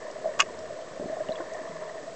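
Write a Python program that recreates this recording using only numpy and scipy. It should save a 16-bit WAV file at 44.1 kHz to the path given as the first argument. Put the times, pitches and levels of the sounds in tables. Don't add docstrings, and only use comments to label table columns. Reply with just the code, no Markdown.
import sys
import numpy as np
from scipy import signal
from scipy.fft import rfft, irfft
from scipy.io import wavfile
from scipy.ndimage import uniform_filter1d

SR = 44100
rng = np.random.default_rng(int(sys.argv[2]) if len(sys.argv) > 2 else 0)


def attenuation_scalar(level_db):
    decades = np.asarray(level_db, float) / 20
    return 10 ** decades


def file_out(sig):
    cols = np.atleast_2d(sig).T
    lim = np.clip(cols, -1, 1)
    pcm = np.round(lim * 32767).astype(np.int16)
    wavfile.write(sys.argv[1], SR, pcm)


N = 94815


def ring(x, hz, width):
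    return signal.lfilter(*signal.iirpeak(hz, hz / width, fs=SR), x)


def level(x, db):
    return x * attenuation_scalar(db) / np.sqrt(np.mean(x ** 2))


def high_pass(x, order, hz):
    return signal.sosfilt(signal.butter(order, hz, "high", fs=SR, output="sos"), x)


def colour(points):
    points_hz, points_db = np.array(points, float).T
    hz = np.maximum(np.fft.rfftfreq(N, 1 / SR), 1)
    gain = attenuation_scalar(np.interp(np.log(hz), np.log(points_hz), points_db))
    return irfft(rfft(rng.standard_normal(N)) * gain, N)


def walk(rate):
    span = int(SR / rate)
    wander = uniform_filter1d(uniform_filter1d(rng.standard_normal(N), span), span)
    return wander / wander.std()


def add(out, s, wave):
    i = max(int(s * SR), 0)
    out[i:i + len(wave)] += wave[:max(N - i, 0)]


def tone(db, hz, t60, rise, glide):
    t = np.arange(int(t60 * SR) + 8) / SR
    envelope = attenuation_scalar(db - 60 * t / t60) * (1 - np.exp(-t / rise))
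    return envelope * np.sin(2 * np.pi * hz * t * (1 + glide * t))


def noise_burst(length, t60):
    return rng.standard_normal(length) * attenuation_scalar(-60 * np.arange(length) / SR / t60)


def preamplifier_hiss():
    # frequency in Hz, spectral level in dB per Hz.
    hiss_spectrum = [(300, -2), (1500, 7), (2500, -1), (4000, -1.5), (7000, -2), (8000, -3.5), (8600, -33),
                     (9200, -36.5)]
    return level(colour(hiss_spectrum), -51.5)


def electronic_whine():
    # frequency in Hz, rms level in dB.
    whine_lines = [(7860, -73), (7887, -77), (8113, -77), (8140, -78)]
    t = np.arange(N) / SR
    return sum(attenuation_scalar(db + 3) * np.sin(2 * np.pi * hz * t) for hz, db in whine_lines)


def shell_rumble():
    # frequency in Hz, spectral level in dB per Hz.
    rumble_spectrum = [(12, -28), (30, -13.5), (50, -19), (95, -18), (135, -9), (300, -8.5), (450, -2.5),
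                       (700, -39)]
    return level(colour(rumble_spectrum), -50) * attenuation_scalar(1.5 * walk(5))


def far_bubbles():
    cloud = np.zeros(N)
    bubbles_per_s, low_hz, high_hz = 1300, 300, 2300
    draw = rng.random((4000, 3))
    starts = np.cumsum(-np.log(draw[:, 0])) / bubbles_per_s
    for s, smallness, distance in zip(starts, draw[:, 1], draw[:, 2]):
        if s < N / SR:
            hz = low_hz * (high_hz / low_hz) ** smallness
            t60 = 4.76 * 3 / hz
            add(cloud, s, tone(-3 * np.log(0.085 + distance), hz, t60, 0.00013, 1.3))
    return cloud


def water():
    # resonance in Hz, width in Hz, level in dB.
    air_modes = [
        (631.6, 54, -2.5),
        (1064, 266, -2),
        (1788, 200, -5),
        (552, 117, -9.5),
        (1510, 2100, -10.5),
    ]
    # time in seconds, level of the low resonances in dB, level of the upper resonances in dB.
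    activity_table = np.array([(0.0, -40.5, -48), (0.26, -38, -48), (0.45, -41.5, -47.5),
                               (0.68, -40.5, -53), (0.92, -41, -50), (1.02, -36, -51.5),
                               (1.17, -37.5, -48.5), (1.41, -37, -48), (1.57, -40.5, -47),
                               (1.76, -40.5, -45.5), (2.15, -40, -53)])
    wash = rng.standard_normal(N) + ring(rng.standard_normal(N), 500, 550) * 3
    drive = level(far_bubbles(), 0) + level(wash, -7.5)
    grain = 1.7 * walk(110)
    out = np.zeros(N)
    for hz, width, db in air_modes:
        upper = hz > 900
        activity = np.interp(np.arange(N) / SR, activity_table[:, 0], activity_table[:, 2 if upper else 1])
        swing = activity + 0.5 * walk(3.5) + upper * grain
        mode = ring(ring(drive, hz, width), hz, width * 4.75)
        out += attenuation_scalar(db + swing) * level(mode, 0)
    return out


def shell_groan():
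    # start in seconds, length in seconds, level in dB, pitch in Hz.
    groan_event = (.5, .26, -57, 83)
    out = np.zeros(N)
    s, length, db, hz = groan_event
    t = np.arange(int(length * SR)) / SR
    swell = np.sin(np.pi * t / length) ** .5
    add(out, s, attenuation_scalar(db) * swell * np.sin(2 * np.pi * hz * t))
    return out


def shrimp():
    # start in seconds, peak level in dB, centre frequency in Hz.
    snap_events = [(.113, -43, 5600), (.590, -33, 5400), (1.201, -41, 7200), (1.535, -35, 6400),
                   (1.765, -42, 5000)]
    out = np.zeros(N)
    for s, db, hz in snap_events:
        burst = noise_burst(400, 0.013)
        add(out, s, attenuation_scalar(db + 4.5) * ring(ring(burst, hz, 2200), hz, 2600))
    return out


def hand_bumps():
    # start in seconds, peak level in dB, pitch in Hz, ring t60 in seconds.
    bump_events = [(0.581, -49.5, 300, 0.088), (0.701, -51.5, 130, 0.15), (0.911, -50, 138, 0.077),
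                   (0.997, -22, 300, 0.011), (1.007, -38.5, 236, 0.039), (1.025, -31.5, 400, 0.035),
                   (1.041, -34, 199, 0.028), (1.0571, -23.5, 259, 0.018), (1.06, -34, 344, 0.022),
                   (1.072, -47.5, 300, 0.054), (1.097, -30, 300, 0.015), (1.2909, -26.5, 214, 0.017),
                   (1.401, -37, 339, 0.094), (1.404, -37.5, 1053, 0.038), (1.402, -43, 1490, 0.055),
                   (1.61, -44.5, 285, 0.11), (1.695, -39.5, 199, 0.035), (1.72, -52.5, 163.4, 0.51),
                   (2.029, -47.5, 284, 0.12)]
    out = np.zeros(N)
    for s, db, hz, t60 in bump_events:
        add(out, s, tone(db + 8.5, hz, t60, 0.0016, 0))
    return high_pass(out, 1, 85)


def latch():
    # mode in Hz, level in dB, t60 in seconds.
    latch_modes = [(972, -10.5, 0.017), (1165, 0.5, 0.033), (1630, -4.5, .03), (1760, -10.5, 0.019),
                   (2190, -4, 0.027), (2577, -1, 0.027), (2830, -3, 0.021), (3370, -5, 0.0095),
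                   (4500, -12.5, .014), (5000, -8.5, 0.021), (5756, -14.5, 0.02), (6090, -8.5, 0.016),
                   (6580, -5, 0.016), (7236, -7, 0.014)]
    # start in seconds, strength in dB, brightest frequency in Hz, rattle length in seconds.
    contact_events = [(0.3906, -27, 6300, 0.00096), (.3925, -30.5, 5600, 0.0004),
                      (0.3952, -15, 1140, 0.00063), (0.3978, -20.5, 2300, 0.00095),
                      (.3998, -21.5, 4500, 0.00055), (0.4007, -17.5, 1205, 0.0005),
                      (0.402, -11, 2780, .0004), (.4024, -11, 6680, .0003), (.4041, -12, 3500, .0002),
                      (0.4060, -22.5, 3500, 0.0005), (.4078, -17, 5900, .0004),
                      (0.4096, -17, 1050, 0.00044), (.4113, -20, 1200, 0.0005),
                      (0.415, -28.5, 1700, 0.0013), (0.4199, -22.5, 2760, 0.00049),
                      (.4203, -31.5, 8020, 0.00025), (0.4252, -31.5, 2700, 0.00049)]
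    fall_db_per_octave, scatter_db, detune = 5.5, 2, 0.005
    out = np.zeros(N)
    for s, db, bright_hz, length in contact_events:
        draw = rng.standard_normal((len(latch_modes), 2))
        for (hz, mode_db, t60), (scatter, lag) in zip(latch_modes, draw):
            octaves_away = abs(np.log2(hz / bright_hz))
            gain_db = db + mode_db - fall_db_per_octave * octaves_away
            gain_db += scatter_db * np.clip(scatter, -1, 1)
            mode_hz = hz * (1 + detune * scatter * np.sign(lag))
            delay = length * min(abs(lag), 2) / 2
            add(out, s + delay, tone(gain_db, mode_hz, t60, 0.00012, 0))
        crack = high_pass(attenuation_scalar(db - 8) * noise_burst(900, .005), 2, 700)
        add(out, s, ring(crack, bright_hz, bright_hz * 1.7))
    out = high_pass(out, 1, 600)
    add(out, .402, tone(-45, 19, 0.3, .003, 0))
    return out


def small_bubbles():
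    # start in seconds, peak level in dB, pitch in Hz, ring t60 in seconds.
    fizz_events = [(.101, -45, 2900, .012), (.338, -42, 1900, .02), (.341, -46, 2700, .015),
                   (.352, -43, 1850, .02), (.460, -43, 1880, .025), (.813, -45, 3100, .015),
                   (1.016, -41, 1600, .012), (1.062, -46, 4200, .015), (1.084, -39, 1800, .015),
                   (1.096, -38, 1750, .02), (1.124, -40, 1800, .02), (1.159, -40, 1800, .015),
                   (1.204, -40, 1620, .03), (1.287, -35, 2880, .016), (1.288, -40, 2000, .008),
                   (1.300, -43, 3500, .014), (1.321, -33, 3950, .016), (1.328, -43, 4000, .01),
                   (1.305, -46, 4200, .008), (1.369, -46, 3500, .008), (1.515, -42, 1950, .025),
                   (1.598, -42, 1880, .025), (1.354, -42, 2800, .01), (1.357, -37, 3330, .024),
                   (1.367, -42, 2650, .012), (1.544, -38, 1800, .04), (1.553, -46, 3400, .012),
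                   (1.569, -39, 1800, .03), (1.690, -45, 3350, .015), (1.895, -39, 1920, .035),
                   (1.980, -40, 1850, .02)]
    out = np.zeros(N)
    for s, db, hz, t60 in fizz_events:
        add(out, s, tone(db + 3, hz, t60, 0.00042, 1.8))
    return out


def near_bubbles():
    # start in seconds, peak level in dB, pitch in Hz, ring t60 in seconds.
    bubble_events = [(.050, -27, 610, 0.081), (.084, -33.5, 599, 0.08), (.100, -32, 627, 0.072),
                     (.131, -33, 626, 0.053), (.159, -28, 623, 0.077), (.222, -43, 630, 0.024),
                     (.243, -28.5, 660, 0.057), (.2558, -16, 634, 0.08), (.266, -33, 625, 0.12),
                     (.274, -24, 603, 0.046), (.289, -26.5, 602.5, 0.078), (.313, -31, 555, .1),
                     (.378, -30, 621, 0.043), (.603, -29, 650, 0.031), (.722, -30, 607, 0.066),
                     (.762, -32, 624, 0.066), (.787, -27.5, 637, 0.057), (.803, -25, 619, 0.041),
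                     (.820, -27.5, 623, 0.047), (.997, -20.5, 594, 0.025), (1.007, -29.5, 574, 0.068),
                     (1.034, -18, 534, 0.01), (1.064, -27, 630, 0.071), (1.097, -28, 614, 0.086),
                     (1.116, -32, 650, 0.063), (1.1238, -25, 636, 0.06), (1.1300, -25, 641, 0.055),
                     (1.168, -20, 677, 0.026), (1.2035, -20, 614.6, 0.099), (1.291, -15, 602, 0.026),
                     (1.306, -21, 631, 0.08), (1.314, -32, 660, 0.1), (1.378, -34, 622, 0.093),
                     (1.402, -21.5, 635, 0.043), (1.466, -33, 620, 0.11), (1.518, -33.5, 631, 0.06),
                     (1.546, -26.5, 693, 0.048), (1.568, -24, 623, 0.026), (1.591, -24, 638, 0.042),
                     (1.635, -31.5, 645, 0.098), (1.672, -31, 656.5, .12), (1.755, -28.5, 638, 0.062),
                     (1.818, -29, 626.5, 0.1), (1.850, -30, 623, 0.1), (1.876, -28, 628, 0.063),
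                     (1.892, -32.5, 630, 0.047), (1.908, -34, 643, 0.13), (1.952, -32, 657, 0.059),
                     (2.030, -30, 626, 0.045), (2.077, -31, 651, 0.11)]
    out = np.zeros(N)
    for s, db, hz, t60 in bubble_events:
        add(out, s, tone(db + 1.0, hz, t60, 0.0016, .6))
    return out


def scene():
    background = water() + shell_rumble() + shell_groan() + shrimp()
    return np.array([background + hand_bumps() + latch() + small_bubbles() + near_bubbles()])


def band_limit(x):
    return signal.sosfilt(signal.butter(12, 8960, fs=SR, output="sos"), x)


def record(dry):
    headroom, offset = .95, -.0024
    rounded = headroom * np.tanh(dry / headroom)
    top_cut = signal.cheby1(14, .5, 8600, fs=SR, output="sos")
    mix = signal.sosfilt(top_cut, rounded) + preamplifier_hiss() + electronic_whine() + offset
    return band_limit(mix)


dry = scene()
out = record(dry)
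file_out(out)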